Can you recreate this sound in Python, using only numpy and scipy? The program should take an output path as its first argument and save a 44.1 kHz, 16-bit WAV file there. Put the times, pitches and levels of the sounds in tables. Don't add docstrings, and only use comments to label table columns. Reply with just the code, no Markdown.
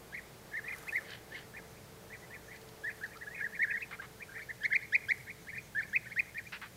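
import sys
import numpy as np
from scipy import signal
from scipy.fft import rfft, irfft, next_fast_len
from scipy.io import wavfile
from scipy.ndimage import map_coordinates

SR = 44100
rng = np.random.default_rng(int(sys.argv[2]) if len(sys.argv) > 2 else 0)


def transcribe(signal):
    frames = np.atleast_2d(signal).T
    limited = np.clip(frames, -1, 1)
    pcm = np.round(limited * 32767).astype(np.int16)
    wavfile.write(sys.argv[1], SR, pcm)


N = 298116
TIME = np.arange(N) / SR
FULL_VOICE_DB = -13.5

# crest t/s, rise/s, shoulder f/Hz, crest f/Hz, level/dB, relative overtone level/dB
ROLLS = [(0.178, 0.035, 2066, 2390, -37.5, -37), (.574, 0.042, 1917, 2115, -33, -31),
         (.686, .048, 2040, 2444, -38, -29), (.725, .045, 2170, 2440, -37.5, -32),
         (0.965, 0.043, 2000, 2300, -27.5, -32), (1.354, .046, 1950, 2220, -42, -39),
         (1.573, 0.038, 1935, 2430, -42.5, -35), (2.137, .038, 2010, 2360, -43, -36),
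         (2.234, .027, 2040, 2120, -55.5, -30), (2.345, 0.043, 1993, 2400, -44.5, -35),
         (2.523, 0.044, 2008, 2390, -48.5, -28), (2.553, 0.043, 2070, 2400, -57, -21),
         (2.877, .043, 1880, 1980, -33, -28), (2.904, 0.025, 1940, 2430, -42, -37),
         (3.044, 0.035, 1730, 1895, -35.5, -40), (3.136, 0.032, 1960, 2450, -54.5, -37),
         (3.226, .019, 1900, 2000, -40.5, -28), (3.353, 0.052, 2070, 2550, -44, -36),
         (3.381, 0.026, 2070, 2510, -43.5, -34), (3.407, 0.031, 1950, 2365, -39.5, -36),
         (3.448, .042, 1835, 1953, -31, -42), (3.554, .034, 1960, 2410, -43.5, -36),
         (3.629, .039, 1957, 2250, -23, -34.5), (3.714, 0.022, 1868, 1944, -30.5, -39),
         (3.749, 0.041, 1893, 1960, -30.5, -34), (4.358, 0.022, 2010, 2336, -45.5, -40),
         (4.386, .035, 1950, 2390, -40, -31), (4.505, 0.019, 1900, 2080, -36.5, -28),
         (4.646, 0.041, 1907, 2156, -40.5, -25), (5.554, 0.036, 1960, 2387, -41.5, -34),
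         (5.789, 0.042, 1818, 1797, -26.5, -38), (6.382, 0.038, 1950, 2423, -36, -28)]
# crest t/s, rise/s, crest f/Hz, level/dB, relative overtone level/dB
PIPS = [(.149, 0.03, 2186, -36, -23), (.533, .025, 2150, -45, -30), (0.892, 0.027, 2577, -33, -28),
        (1.77, 0.021, 2410, -68, -30), (3.71, 0.018, 2530, -34, -40), (3.775, 0.025, 2210, -36.5, -29),
        (3.827, 0.024, 2650, -32.5, -25), (3.937, 0.029, 2400, -40, -31), (4.225, .03, 2440, -38, -38),
        (4.423, 0.0302, 2286, -41, -17.5), (4.657, 0.026, 2210, -22.5, -24.5),
        (4.729, .027, 2170, -23.5, -38), (4.76, 0.03, 2426, -19, -28), (4.831, 0.035, 2250, -38, -21),
        (4.955, .034, 2490, -17, -27), (5.115, .033, 2314, -20, -27), (5.276, .018, 2240, -45, -26),
        (5.306, 0.039, 2376, -35.5, -28), (5.497, 0.031, 2325, -36, -26), (5.585, .027, 2500, -34, -27),
        (5.795, .022, 2235, -38.5, -21), (5.83, .028, 2340, -36.5, -19.5), (5.964, 0.036, 2574, -20, -35.5),
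        (6.071, 0.019, 1894, -40, -25), (6.124, .026, 2260, -35.5, -25), (6.198, 0.039, 2483, -21, -32.5),
        (6.468, .027, 2410, -56, -22)]
# crest t/s, crest f/Hz, level/dB
PEEPS = [(3.165, 1400, -55), (3.275, 1734, -41.5), (3.411, 1725, -39), (3.678, 1774, -40),
         (3.999, 1630, -42.5), (4.293, 1595, -50), (4.321, 1660, -50), (4.352, 1680, -52),
         (4.391, 1600, -47)]
# f/Hz, gain/dB
THROAT_GAIN = [(1200, 1), (1450, 0), (1650, 0.5), (1850, 0.5), (2000, -1), (2200, 1), (2450, 0),
               (2650, -2.5)]
OVERTONES_DB = [0, -5, -11]
# f/Hz, gain/dB
BILL_GAIN = [(2800, 12), (3400, -2), (4200, 1), (5200, -1.5), (6200, -6), (7500, -8), (10000, -6)]
# start t/s, length/s, level/dB, throat size as a pitch factor
RASPS = [(3.911, 0.045, -46.5, 0.95), (4.018, 0.034, -46.5, 0.89), (6.522, 0.044, -41.5, 1.165),
         (6.616, 0.047, -44.5, 0.99)]
# f/Hz, width/Hz, gain/dB
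THROAT_MODES = [(880, 170, -0.5), (1227, 230, 7.5), (2080, 1060, 7.5), (2600, 530, 1), (3980, 660, -19)]
# middle t/s, half length/s, level/dB
SQUEAKS = [(.965, 0.0068, -56), (5.958, .012, -57), (6.195, .012, -55)]
# f/Hz, level/dB
SQUEAK_SPECTRUM = [(12000, -40), (13500, -4), (14700, 0), (15600, -8)]

# middle t/s, half length/s, level/dB
SWISHES = [(1.12, 0.052, -48), (1.375, 0.047, -50), (2.56, 0.023, -64), (2.695, 0.01, -63)]
# f/Hz, width/Hz, gain/dB
SWISH_MODES = [(1700, 300, 0), (2400, 900, -7), (3000, 260, -1), (4300, 1100, -12)]
# middle t/s, half length/s, level/dB
FLUTTERS = [(.8, 0.19, -55.5), (1.02, 0.017, -54)]
# f/Hz, level/dB
FLUTTER_SPECTRUM = [(400, -14), (900, -6.5), (1300, 1), (1800, -3), (2800, -11), (5000, -21.5)]
# middle t/s, half length/s, level/dB
RUSTLES = [(.77, .025, -63), (.86, 0.16, -62), (.97, 0.061, -71), (3.02, 0.086, -64), (5.15, 0.12, -63.5)]
# f/Hz, level/dB
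RUSTLE_SPECTRUM = [(1500, -11), (4000, -7), (9000, -4.5), (14000, -5), (16000, -19)]
# t/s, level/dB
TAPS = [(1.1052, -40), (2.561, -46), (2.614, -45), (2.688, -47), (3.0366, -45), (3.062, -47), (3.1701, -45)]
# f/Hz, width/Hz, gain/dB
WOOD_MODES = [(3340, 1000, -6.5), (4640, 350, -1.5), (6300, 1400, -12)]

# middle t/s, level/dB
CHIRPS = [(1.348, -71), (1.7, -70), (2.2, -71), (2.48, -67), (5.42, -69), (5.65, -67), (5.9, -67),
          (6.25, -71), (6.48, -68)]
# f/Hz, level/dB
CHIRP_SPECTRUM = [(4800, -37), (5900, 0), (6700, 2), (7100, -9), (7900, -35)]
# t/s, level/dB
DRONE_LEVEL = [(0, -58), (2.4, -58.2), (4.7, -61), (6.76, -64.5)]
# f/Hz, level/dB
DRONE_SPECTRUM = [(150, -5), (260, -3.5), (330, 4), (520, 4.5), (800, 0.5), (1100, -3.5), (1600, -6),
                  (3000, -62)]
# t/s, f/Hz, level/dB
ENGINE_HUM = [(0, 451.7, -67.5), (1, 450, -65.5), (2.3, 442.2, -63), (4.2, 441.7, -66.5), (5.6, 436, -67),
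              (6, 442, -76.5), (6.76, 443.5, -72)]
# t/s, level/dB
RUMBLE_LEVEL = [(0, -60.5), (2, -59.5), (2.9, -62), (4.7, -61), (5.1, -58.5), (6.76, -60)]
# f/Hz, level/dB
RUMBLE_SPECTRUM = [(13, -45), (22, -45), (46, -21), (81, -3.5), (114, 4), (210, -2), (257, -10), (330, -13),
                   (430, -36), (730, -120)]
# f/Hz, level/dB
LOW_TONES = [(59, -68.5), (120, -70.5), (171, -70.5), (207, -73)]
# f/Hz, level/dB
HISS_SPECTRUM = [(600, 2.5), (1100, -0.5), (2000, 5.5), (2800, 0), (4000, 0), (5500, -1.5), (8000, -3),
                 (11000, -4.5), (14000, -4)]


def whistles(attack_s=0.0057, release_s=0.0034, jitter=0.0105, shimmer_db=1.5, patchy_db=3,
             fade_db_per_s=330, overtone_fade_db=4, scatter_slope=0.62):
    direct, scattered = np.zeros(N), np.zeros(N)
    tremor = 1 + jitter * wobble(450)
    shimmer = amp(shimmer_db * wobble(300))
    brightness = amp(patchy_db * wobble(120) - patchy_db / 2)
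    for s, rise, fall, crest_width, contour, db, swell_db, overtone_db in rolls() + pips() + peeps():
        start_hz, shoulder_hz, crest_hz, end_hz = contour
        span = slice(round((s - rise) * SR), round((s + fall) * SR))
        t = TIME[span] - s
        up, down = np.clip(1 + t / rise, 0, 1), np.clip(t / fall, 0, 1)
        arch = start_hz + (shoulder_hz - start_hz) * up ** 0.61 + (end_hz - shoulder_hz) * down ** 1.75
        pitch = arch + (crest_hz - shoulder_hz) * np.exp(-(t / crest_width) ** 2)
        phase = 2 * np.pi * np.cumsum(pitch * tremor[span]) / SR
        ramps = np.clip((t + rise) / attack_s, 0, 1) * np.clip((fall - t) / release_s, 0, 1)
        gate = np.sin(np.pi / 2 * ramps) ** 2
        swell = amp(-swell_db * (1 - up ** 1.39) - fade_db_per_s * np.maximum(t, 0))
        fundamental = swell * amp(along(THROAT_GAIN, pitch)) * np.sin(phase)
        harmonics = sum(amp(level + along(BILL_GAIN, k * pitch)) * np.sin(k * phase)
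                        for k, level in enumerate(OVERTONES_DB, 2))
        overtone_gain = amp(overtone_db - overtone_fade_db * down) * brightness[span] * swell ** 0.17
        note = amp(db) * gate * shimmer[span] * (fundamental + overtone_gain * harmonics)
        direct[span] += note
        scattered[span] += note * amp(scatter_slope * (FULL_VOICE_DB - db))
    return direct, scattered


def rolls(fall_share=0.62, crest_s=0.0028, flick_hz_per_s=110000, swell_db=8):
    return [(s, rise, fall_share * rise, crest_s + (crest_hz - hz) / flick_hz_per_s,
             (0.82 * hz, hz, crest_hz, 0.805 * hz), db, swell_db, overtone_db)
            for s, rise, hz, crest_hz, db, overtone_db in ROLLS]


def pips(start_hz=1396, fall_s=0.0098, crest_s=0.00658, swell_db=16):
    notes = []
    for s, rise, hz, db, overtone_db in PIPS:
        end_share = 0.69 + 0.007 * (FULL_VOICE_DB - db)
        contour = (start_hz, 0.855 * hz, hz, end_share * hz)
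        notes.append((s, rise, fall_s, crest_s, contour, db, swell_db, overtone_db))
    return notes


def peeps(rise_s=0.013, fall_s=0.009, crest_s=0.0055, swell_db=8, overtone_db=-35):
    return [(s, rise_s, fall_s, crest_s, (0.76 * hz, 0.89 * hz, hz, 0.94 * hz), db, swell_db, overtone_db)
            for s, hz, db in PEEPS]


def rasps(clicks_per_s=430, jitter=0.24, spread_db=2.0, hiss=0.076, fade_db=7):
    out = np.zeros(N)
    for s, length, db, size in RASPS:
        t = np.arange(round((length + 0.03) * SR)) / SR
        cycles = np.cumsum(clicks_per_s * np.abs(1 + jitter * wobble(400)[:len(t)])) / SR
        clicks = np.diff(np.floor(cycles), prepend=-1) * amp(spread_db * rng.standard_normal(N)[:len(t)])
        source = clicks + hiss * rng.standard_normal(N)[:len(t)]
        voice = filtered(source, lambda f: resonances(THROAT_MODES, f / size) * lowpass(f / size, 4500, 10))
        envelope = amp(-fade_db * (t / length) ** 3) * np.clip((t[-1] - t) / 0.017, 0, 1)
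        add(out, s, amp(db) * envelope * unit(voice))
    return out


def squeaks():
    return swells(SQUEAKS) * noise(SQUEAK_SPECTRUM)


def wings(grain_db=2, flutter_db=3, crackle_db=4):
    air = filtered(rng.standard_normal(N), lambda f: resonances(SWISH_MODES, f) * lowpass(f, 6500, 6))
    swish = swells(SWISHES) * unit(air * amp(grain_db * wobble(300)))
    flutter = swells(FLUTTERS) * unit(noise(FLUTTER_SPECTRUM) * amp(flutter_db * wobble(200)))
    rustle = swells(RUSTLES) * unit(noise(RUSTLE_SPECTRUM) * amp(crackle_db * wobble(250)))
    return swish + flutter + rustle


def taps(t60=0.035, gain_db=-2):
    out, t = np.zeros(N), np.arange(SR // 20) / SR
    for s, db in TAPS:
        burst = rng.standard_normal(len(t)) * amp(-60 * t / t60)
        tick = filtered(burst, lambda f: resonances(WOOD_MODES, f))
        add(out, s, amp(db + gain_db) * tick / np.abs(tick).max())
    return out


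def twigs(x, t60=0.045, gain_db=-18):
    out, t = np.zeros(N), np.arange(SR // 6) / SR
    for s in np.arange(0, TIME[-1] + 0.5, 0.5):
        tail = rng.standard_normal(len(t)) * amp(-60 * t / t60) * (1 - np.exp(-t / 0.0027))
        crossfade = np.clip(1 - 2 * np.abs(TIME - s), 0, 1)
        out += signal.oaconvolve(x * crossfade, tail / np.linalg.norm(tail))[:N]
    return amp(gain_db) * out


def trees(x, t60=1.0, foliage_db=-22.5, trunks_db=-20, delay_s=0.071, spread_s=0.041, count=18,
          centre_hz=2080, width_hz=800, dull_hz=2550):
    t = np.arange(SR * 3 // 4) / SR
    foliage = rng.standard_normal(len(t)) * amp(-60 * t / t60) * (1 - np.exp(-t / 0.0083))
    foliage *= amp(foliage_db) / np.linalg.norm(foliage)
    delays = delay_s + spread_s * np.linspace(-1, 1, count) + 0.004 * rng.standard_normal(count)
    arrivals = np.round(np.clip(delays, 0.01, 0.5) * SR).astype(int)
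    trunks = np.bincount(arrivals, rng.standard_normal(count), len(t))
    trunks *= amp(trunks_db) / np.linalg.norm(trunks)
    echo = signal.fftconvolve(x, foliage + trunks)[:N]
    return filtered(echo, lambda f: resonances([(centre_hz, width_hz, 0)], f) * lowpass(f, dull_hz, 16))


def path_to_microphone(x, notch_hz=2298, width_hz=100, bounce=0.083, delay_s=0.002403):
    notch = lambda f: (notch_hz ** 2 - f * f) / (notch_hz ** 2 - f * f + 1j * f * width_hz)
    ripple = lambda f: 1 + bounce * np.exp(-2j * np.pi * f * delay_s)
    return filtered(x, lambda f: notch(f) * ripple(f))


def far_bird(half_length_s=0.036):
    return swells((s, half_length_s, db) for s, db in CHIRPS) * noise(CHIRP_SPECTRUM)


def distant_engine():
    drone = amp(along(DRONE_LEVEL, TIME) + 0.49 * wobble(7.9)) * noise(DRONE_SPECTRUM)
    s, hz, db = np.transpose(ENGINE_HUM)
    return drone + wavering_tone(np.interp(TIME, s, hz), np.interp(TIME, s, db))


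def ambience(hiss_db=-58.0):
    rumble = amp(along(RUMBLE_LEVEL, TIME)) * noise(RUMBLE_SPECTRUM)
    tones = sum(wavering_tone(hz, db) for hz, db in LOW_TONES)
    return rumble + tones + amp(hiss_db) * noise(HISS_SPECTRUM)


def wavering_tone(hz, db, waver_db=1.7, waver_hz=3.36):
    gain = np.sqrt(2) * amp(db + waver_db * wobble(7.8))
    return gain * np.sin(2 * np.pi * np.cumsum(hz + waver_hz * wobble(18)) / SR)


def amp(db):
    return 10 ** (np.asarray(db) / 20)


def unit(x):
    return x / np.sqrt(np.mean(x ** 2) + 1e-20)


def add(track, s, sound):
    part = track[max(round(s * SR), 0):][:len(sound)]
    part += sound[:len(part)]


def along(points, x):
    return np.interp(x, *np.transpose(points))


def wobble(rate):
    return map_coordinates(rng.standard_normal(int(N * rate / SR) + 4), [TIME * rate])


def swells(rows):
    return sum(amp(db) * np.exp(-((TIME - s) / half) ** 2) for s, half, db in rows)


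def filtered(x, response):
    m = next_fast_len(len(x) + 8192)
    return irfft(rfft(x, m) * response(np.fft.rfftfreq(m, 1 / SR)), m)[:len(x)]


def lowpass(f, corner_hz, order):
    return 1 / (1 + (f / corner_hz) ** order)


def resonances(modes, f):
    return sum((-1) ** k * amp(db) * 1j * f * width / (hz * hz - f * f + 1j * f * width)
               for k, (hz, width, db) in enumerate(modes))


def noise(spectrum):
    hz, db = np.transpose(spectrum)
    colour = lambda f: amp(np.interp(np.log(f + 1), np.log(hz), db))
    return unit(filtered(rng.standard_normal(N), colour))


def scene(far_share=0.1):
    direct, scattered = whistles()
    birds = direct + rasps() + wings() + taps()
    echoes = twigs(scattered) + trees(birds + far_share * (scattered - direct))
    flock = path_to_microphone(birds + echoes) + squeaks()
    return (flock + far_bird() + distant_engine() + ambience())[None]


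def record(dry):
    limit_hz = 15780
    band = lambda f: (f < limit_hz) * lowpass(f, limit_hz, 30)
    return np.array([filtered(channel, band) for channel in dry])


dry = scene()
out = record(dry)
transcribe(out)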